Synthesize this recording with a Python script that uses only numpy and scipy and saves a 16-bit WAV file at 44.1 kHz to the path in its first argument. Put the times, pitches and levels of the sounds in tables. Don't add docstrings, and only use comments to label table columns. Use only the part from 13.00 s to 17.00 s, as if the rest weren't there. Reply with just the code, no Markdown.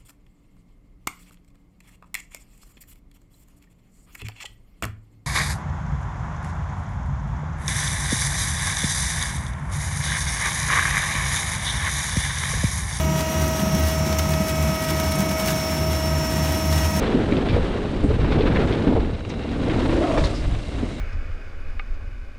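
import sys
import numpy as np
from scipy import signal
from scipy.fft import rfft, irfft
from scipy.io import wavfile
from scipy.ndimage import uniform_filter1d, map_coordinates

SR = 44100
rng = np.random.default_rng(int(sys.argv[2]) if len(sys.argv) > 2 else 0)


def generate_wav(sig):
    pcm = np.round(np.clip(np.atleast_2d(sig).T, -1, 1) * 32767).astype(np.int16)
    wavfile.write(sys.argv[1], SR, pcm)


N = 176400

# (mesh multiple, level [dB])
DRIFTING_OVERTONES = [(1, -44), (3, -44), (6, -46), (8, -50), (9, -50.5), (16, -55), (19, -60), (23, -52.5),
                      (24, -68), (28, -67), (29, -75), (31, -53.5), (37, -63)]
SWELLING_OVERTONES = (2, 4, 7, 17, 18, 20)
# (time [s], then a relative level [dB] for each swelling overtone)
SWELL_ENVELOPES = [(0, -31.5, -39.5, -39.5, -53, -43.5, -50), (.4, -30, -40.5, -60, -50, -42.5, -43.5),
                   (.7, -30, -40, -47.5, -41.5, -41, -46), (1.75, -30.5, -37.5, -42.5, -40.5, -50, -51),
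                   (2.54, -29.5, -39.5, -39.5, -39, -45, -47), (2.76, -31, -41, -48, -36.5, -50, -54),
                   (4, -32, -41.5, -49, -39.5, -45, -44)]
# (frequency [Hz], level [dB])
PINION_TONES = [(931.5, -43), (1324, -53), (1888, -52), (2207, -53), (3163, -64)]
# (frequency [Hz], density [dB per Hz])
SCRAPE_SPECTRUM = [(350, -73), (650, -71), (1000, -73), (2400, -83), (4500, -98.5)]
# (frequency [Hz], relative level [dB])
BOOM_SPECTRUM = [(55, -26), (68, -13), (80, 3.5), (87, -2.5), (105, -28)]
# (time [s], relative level [dB])
BOOM_ENVELOPE = [(0.0, -17), (0.16, -34), (0.46, -23), (0.69, -40), (0.80, -21), (0.91, -18), (0.98, -28),
                 (1.29, -20.5), (1.39, -34), (1.68, -21), (1.82, -34.5), (2.09, -23.5), (2.18, -47),
                 (2.27, -25), (2.44, -38), (2.57, -30.5), (2.87, -25.5), (3.15, -24), (3.61, -28.5),
                 (3.68, -24.5), (3.85, -20), (4.0, -29)]
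# (frequency [Hz], relative level [dB])
DRUM_SPECTRUM = [(150, -21.5), (175, -5.5), (199, 2.5), (215, -6.5), (260, -19.5)]
# (time [s], relative level [dB])
DRUM_ENVELOPE = [(0.0, -37), (0.15, -25.5), (0.27, -34), (0.72, -28), (0.83, -32), (1.15, -28.5),
                 (2.0, -37.5), (2.19, -30.5), (2.52, -32.5), (3.58, -37), (4.0, -29)]
# (frequency [Hz], density [dB per Hz])
RUMBLE_SPECTRUM = [(20, -89), (40, -67), (60, -56), (100, -50), (125, -55), (160, -54), (240, -54),
                   (290, -58.5), (360, -56.5), (450, -70), (700, -82)]
# (time [s], gain [dB])
KNOCK_CUES = [(.622, -11.5), (.734, -8.5), (1.401, -11.5), (1.693, -13.5), (2.192, -13), (2.287, -11.5),
              (3.948, -11.5)]
# (frequency [Hz], density [dB per Hz])
CHIP_SPECTRUM = [(500, -80), (1300, -74), (2400, -73.5), (4200, -79.5), (6200, -79), (7700, -80),
                 (9400, -78), (10400, -86), (11700, -77.5), (13500, -82), (15800, -85)]
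# (time [s], relative level [dB])
CHURN_ENVELOPE = [(0.0, -36), (0.13, -44.5), (0.19, -36), (0.26, -43), (0.38, -36), (0.66, -38.5),
                  (0.88, -34.5), (1.04, -43), (1.27, -41), (1.33, -36.5), (1.38, -40.5), (1.49, -35.5),
                  (1.55, -41.5), (2.12, -34.5), (2.33, -40.5), (2.49, -32), (2.58, -37), (2.97, -42),
                  (3.4, -39.5), (3.48, -35.5), (3.63, -37), (4.0, -36)]
# (time [s], gain [dB], extra body gain [dB], decay [s])
CLACK_CUES = [(0.2066, -22.5, 3, 0.0058), (.4778, -16, -10, 0.005), (.7477, -19, -17, .004),
              (.8824, -22, -7, .007), (1.1265, -23, 6, 0.004), (1.1857, -9, -6, 0.0033),
              (1.1919, -22.5, 3, 0.0085), (1.2893, -13, -18, 0.0022), (1.3055, -22, -11, .011),
              (1.3365, -21.5, 5.5, 0.0047), (1.482, -18.5, -10, 0.0036), (1.624, -19.5, -10, 0.0044),
              (1.8378, -19, -12, .002), (1.904, -20.5, -5, 0.0066), (1.998, -17, -2, 0.0061),
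              (2.12, -15.5, -5, 0.0035), (2.1862, -19.5, -7, 0.01), (2.2036, -19, -3, 0.0032),
              (2.291, -27, 4, .006), (2.397, -20, -5, .005), (2.4582, -20, -11, 0.0082),
              (2.4744, -19, -6, .004), (2.4822, -21.5, 2.5, 0.0079), (2.504, -18, -6, .003),
              (2.9293, -22.5, -2, 0.0061), (3.724, -28.5, 4.5, 0.013)]
# (frequency [Hz], gain [dB])
SNAP_EQ = [(2500, -46), (6000, 5), (7500, -3), (10500, -1), (12000, -2), (15500, -2)]
# (frequency [Hz], gain [dB])
BODY_EQ = [(600, -7), (1600, 3.5), (2700, -3), (4300, -2), (7000, -11)]
# (frequency [Hz], level [dB])
HUM_TONES = [(62.4, -38.5), (139.8, -42.5), (278, -45.5), (301.8, -42)]
# (frequency [Hz], density [dB per Hz])
RUSH_SPECTRUM = [(250, -76), (480, -69.5), (640, -62.5), (950, -66.5), (1500, -72), (2300, -71.5),
                 (3000, -77), (4400, -79), (4950, -83.5), (5750, -73), (7700, -85), (9400, -87.5),
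                 (10400, -85), (11700, -82.5), (15500, -88)]

MESH_HZ, PINION_TEETH = 318.72, 13
WHINE_FLICKER_DB, HUM_FLICKER_DB = 0.28, 1.5
BEAT_HZ, BEAT_PEAK_S = 3.32, .12
TOP_HZ = 15750


def gear_whine(clock):
    mesh = MESH_HZ * clock
    shaft = mesh / PINION_TEETH
    overtones = [(order, db + 3 * wander(5.1)) for order, db in DRIFTING_OVERTONES]
    for column, order in enumerate(SWELLING_OVERTONES, start=1):
        overtones.append((order, envelope(SWELL_ENVELOPES, column) + 0.5))
    whine = 0
    for order, db in overtones:
        once_phase, twice_phase, tone_phase = rng.uniform(0, 2 * np.pi, 3)
        wobble = 0.16 * (np.cos(shaft + once_phase) + .5 * np.cos(2 * shaft + twice_phase))
        grit = 0.15 * (wander(40) + 1j * wander(40))
        depth = min(order / 4, 1)
        tone = (1 + depth * (wobble + grit)) * np.exp(1j * (order * mesh + tone_phase))
        whine += undb(db + depth * WHINE_FLICKER_DB * wander(12)) * tone.real
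    return np.sqrt(2) * whine


def pinion_scrape(clock):
    loop = rng.standard_normal(int(SR * PINION_TEETH / MESH_HZ))
    turns = clock / (2 * np.pi) * MESH_HZ / PINION_TEETH
    scrape = map_coordinates(loop, [turns * len(loop)], mode="grid-wrap")
    return equalise(scrape * np.sqrt(SR / 2), SCRAPE_SPECTRUM)


def hopper_rumble(clock):
    rotor_hum = motor_tones(clock, [(75.43, 0)], HUM_FLICKER_DB)
    boom = undb(-0.5) * hopper_resonance(BOOM_SPECTRUM, BOOM_ENVELOPE, rotor_hum)
    drum = undb(-2.5) * hopper_resonance(DRUM_SPECTRUM, DRUM_ENVELOPE)
    rumble = noise(RUMBLE_SPECTRUM) * undb(1.14 * wander(14))
    chug = undb(0.95 * np.cos(beat_phase()))
    return boom + (drum + rumble) * chug


def hopper_resonance(spectrum, levels, hum=0):
    shake = noise(spectrum)
    ring = signal.hilbert(shake / shake.std() + hum)
    compressed = ring.real / (np.abs(ring) + 0.27) ** 0.3
    return compressed / compressed.std() * undb(envelope(levels))


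def wall_knocks(hz=191.6, attack_s=0.0042, decay_s=0.016):
    t = np.arange(N) / SR
    knocks = np.zeros(N)
    for start, db in KNOCK_CUES:
        age = np.clip(t - start, 0, 1)
        thump = undb(db) * (1 - np.exp(-age / attack_s)) * np.exp(-age / decay_s)
        knocks += thump * np.sin(2 * np.pi * hz * age)
    return knocks


def churning_chips(hits_per_s=1800, tail_s=0.011):
    accent_db = 3.5 * np.minimum(rng.exponential(size=N), 4)
    hits = (rng.random(N) < hits_per_s / SR) * rng.choice([-1, 1], N) * undb(accent_db)
    t = np.arange(SR // 20) / SR
    tail = rng.standard_normal(len(t)) * np.exp(-t / tail_s)
    tail *= undb(1.5) / np.linalg.norm(tail)
    hits += signal.fftconvolve(hits, tail)[:N]
    surge_db = 0.73 * heap_surge() + 3 * np.tanh(wander(40))
    return equalise(hits / hits.std() * np.sqrt(SR / 2) * undb(surge_db), CHIP_SPECTRUM)


def pinging_chips(pings_per_s=100, lowest_hz=1997):
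    pings = np.zeros(N + SR)
    t = np.arange(SR // 25) / SR
    surge_db = heap_surge()
    for when, softness, length, *pitches in rng.random((int(pings_per_s * N / SR), 9)):
        at = int(when * N)
        hz = lowest_hz + (TOP_HZ - lowest_hz) * np.array(pitches)[:, None]
        decay_s = 0.0073 * (.5 + length)
        ring = np.sin(2 * np.pi * hz * t).mean(axis=0) * np.exp(-t / decay_s)
        pings[at:at + len(t)] += ring * undb(-25 + surge_db[at] - 17 * softness)
    return pings[:N]


def fragment_clacks(attack_s=.0005):
    t = np.arange(N) / SR
    crack, snap_level, body_level = np.zeros((3, N))
    for start, db, body_db, decay_s in CLACK_CUES:
        age = np.clip(t - start, 0, 1)
        burst = undb(db) * (1 - np.exp(-age / attack_s)) * np.exp(-age / decay_s)
        crack[int((start + attack_s) * SR)] = -undb(db - 2)
        snap_level += burst * undb(-4.5)
        body_level += burst * undb(3 + body_db)
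    rattle = undb(1.5 * wander(600))
    snap = equalise(crack + snap_level * rattle * rng.standard_normal(N), SNAP_EQ)
    body = equalise(body_level * rattle * rng.standard_normal(N), BODY_EQ)
    return snap + body


def drive_throb(clock, lower_hz=150.9):
    phase = lower_hz * clock + rng.uniform(0, 2 * np.pi)
    pair = undb(-32) * np.sin(phase) + undb(-32.5) * np.sin(phase + beat_phase())
    return np.sqrt(2) * pair * undb(HUM_FLICKER_DB * wander(5.02))


def motor_tones(clock, tones, flicker_db):
    out = 0
    for hz, db in tones:
        gain = undb(db + flicker_db * wander(4.95))
        out += gain * np.sqrt(2) * np.sin(hz * clock + rng.uniform(0, 2 * np.pi))
    return out


def fan_rush():
    return noise(RUSH_SPECTRUM) * undb(1.1 * wander(9.75))


def motor_clock(sag_per_s=0.0001994):
    t = np.arange(N) / SR
    speed = 1 + .0002 * wander(4.95) - sag_per_s * (t - t.mean())
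    return 2 * np.pi * np.cumsum(speed) / SR


def beat_phase():
    return 2 * np.pi * BEAT_HZ * (np.arange(N) / SR - BEAT_PEAK_S)


def heap_surge():
    churn_db = envelope(CHURN_ENVELOPE)
    return churn_db - churn_db.mean()


def undb(db):
    return 10 ** (np.asarray(db) / 20)


def envelope(rows, column=1):
    rows = np.array(rows)
    return np.interp(np.arange(N) / SR, rows[:, 0], rows[:, column])


def wander(rate):
    hold = max(int(SR / rate), 2)
    steps = np.repeat(rng.standard_normal(N // hold + 3), hold)
    start = rng.integers(hold)
    return 1.35 * uniform_filter1d(uniform_filter1d(steps, hold), hold)[start:start + N]


def equalise(x, points):
    hz, db = np.array(points).T
    bin_hz = np.maximum(np.arange(N + 1) * SR / (2 * N), 1)
    octaves_out = np.maximum(np.log2(hz[0] / bin_hz), 0) + np.maximum(np.log2(bin_hz / hz[-1]), 0)
    gain = undb(np.interp(np.log(bin_hz), np.log(hz), db) - 20 * octaves_out)
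    cepstrum = irfft(np.log(gain))
    cepstrum[1:N] *= 2
    cepstrum[N + 1:] = 0
    return irfft(rfft(x, 2 * N) * np.exp(rfft(cepstrum)))[:N]


def noise(spectrum):
    return equalise(rng.standard_normal(N) * np.sqrt(SR / 2), spectrum)


def scene():
    clock = motor_clock()
    whine = gear_whine(clock) + motor_tones(clock, PINION_TONES, WHINE_FLICKER_DB) + pinion_scrape(clock)
    bed = motor_tones(clock, HUM_TONES, HUM_FLICKER_DB) + drive_throb(clock) + fan_rush()
    hopper = hopper_rumble(clock) + wall_knocks()
    plastic = churning_chips() + pinging_chips() + fragment_clacks()
    return (whine + hopper + plastic + bed)[None]


def record(dry):
    return signal.sosfilt(signal.ellip(12, .1, 90, TOP_HZ, fs=SR, output="sos"), dry)


dry = scene()
out = record(dry)
generate_wav(out)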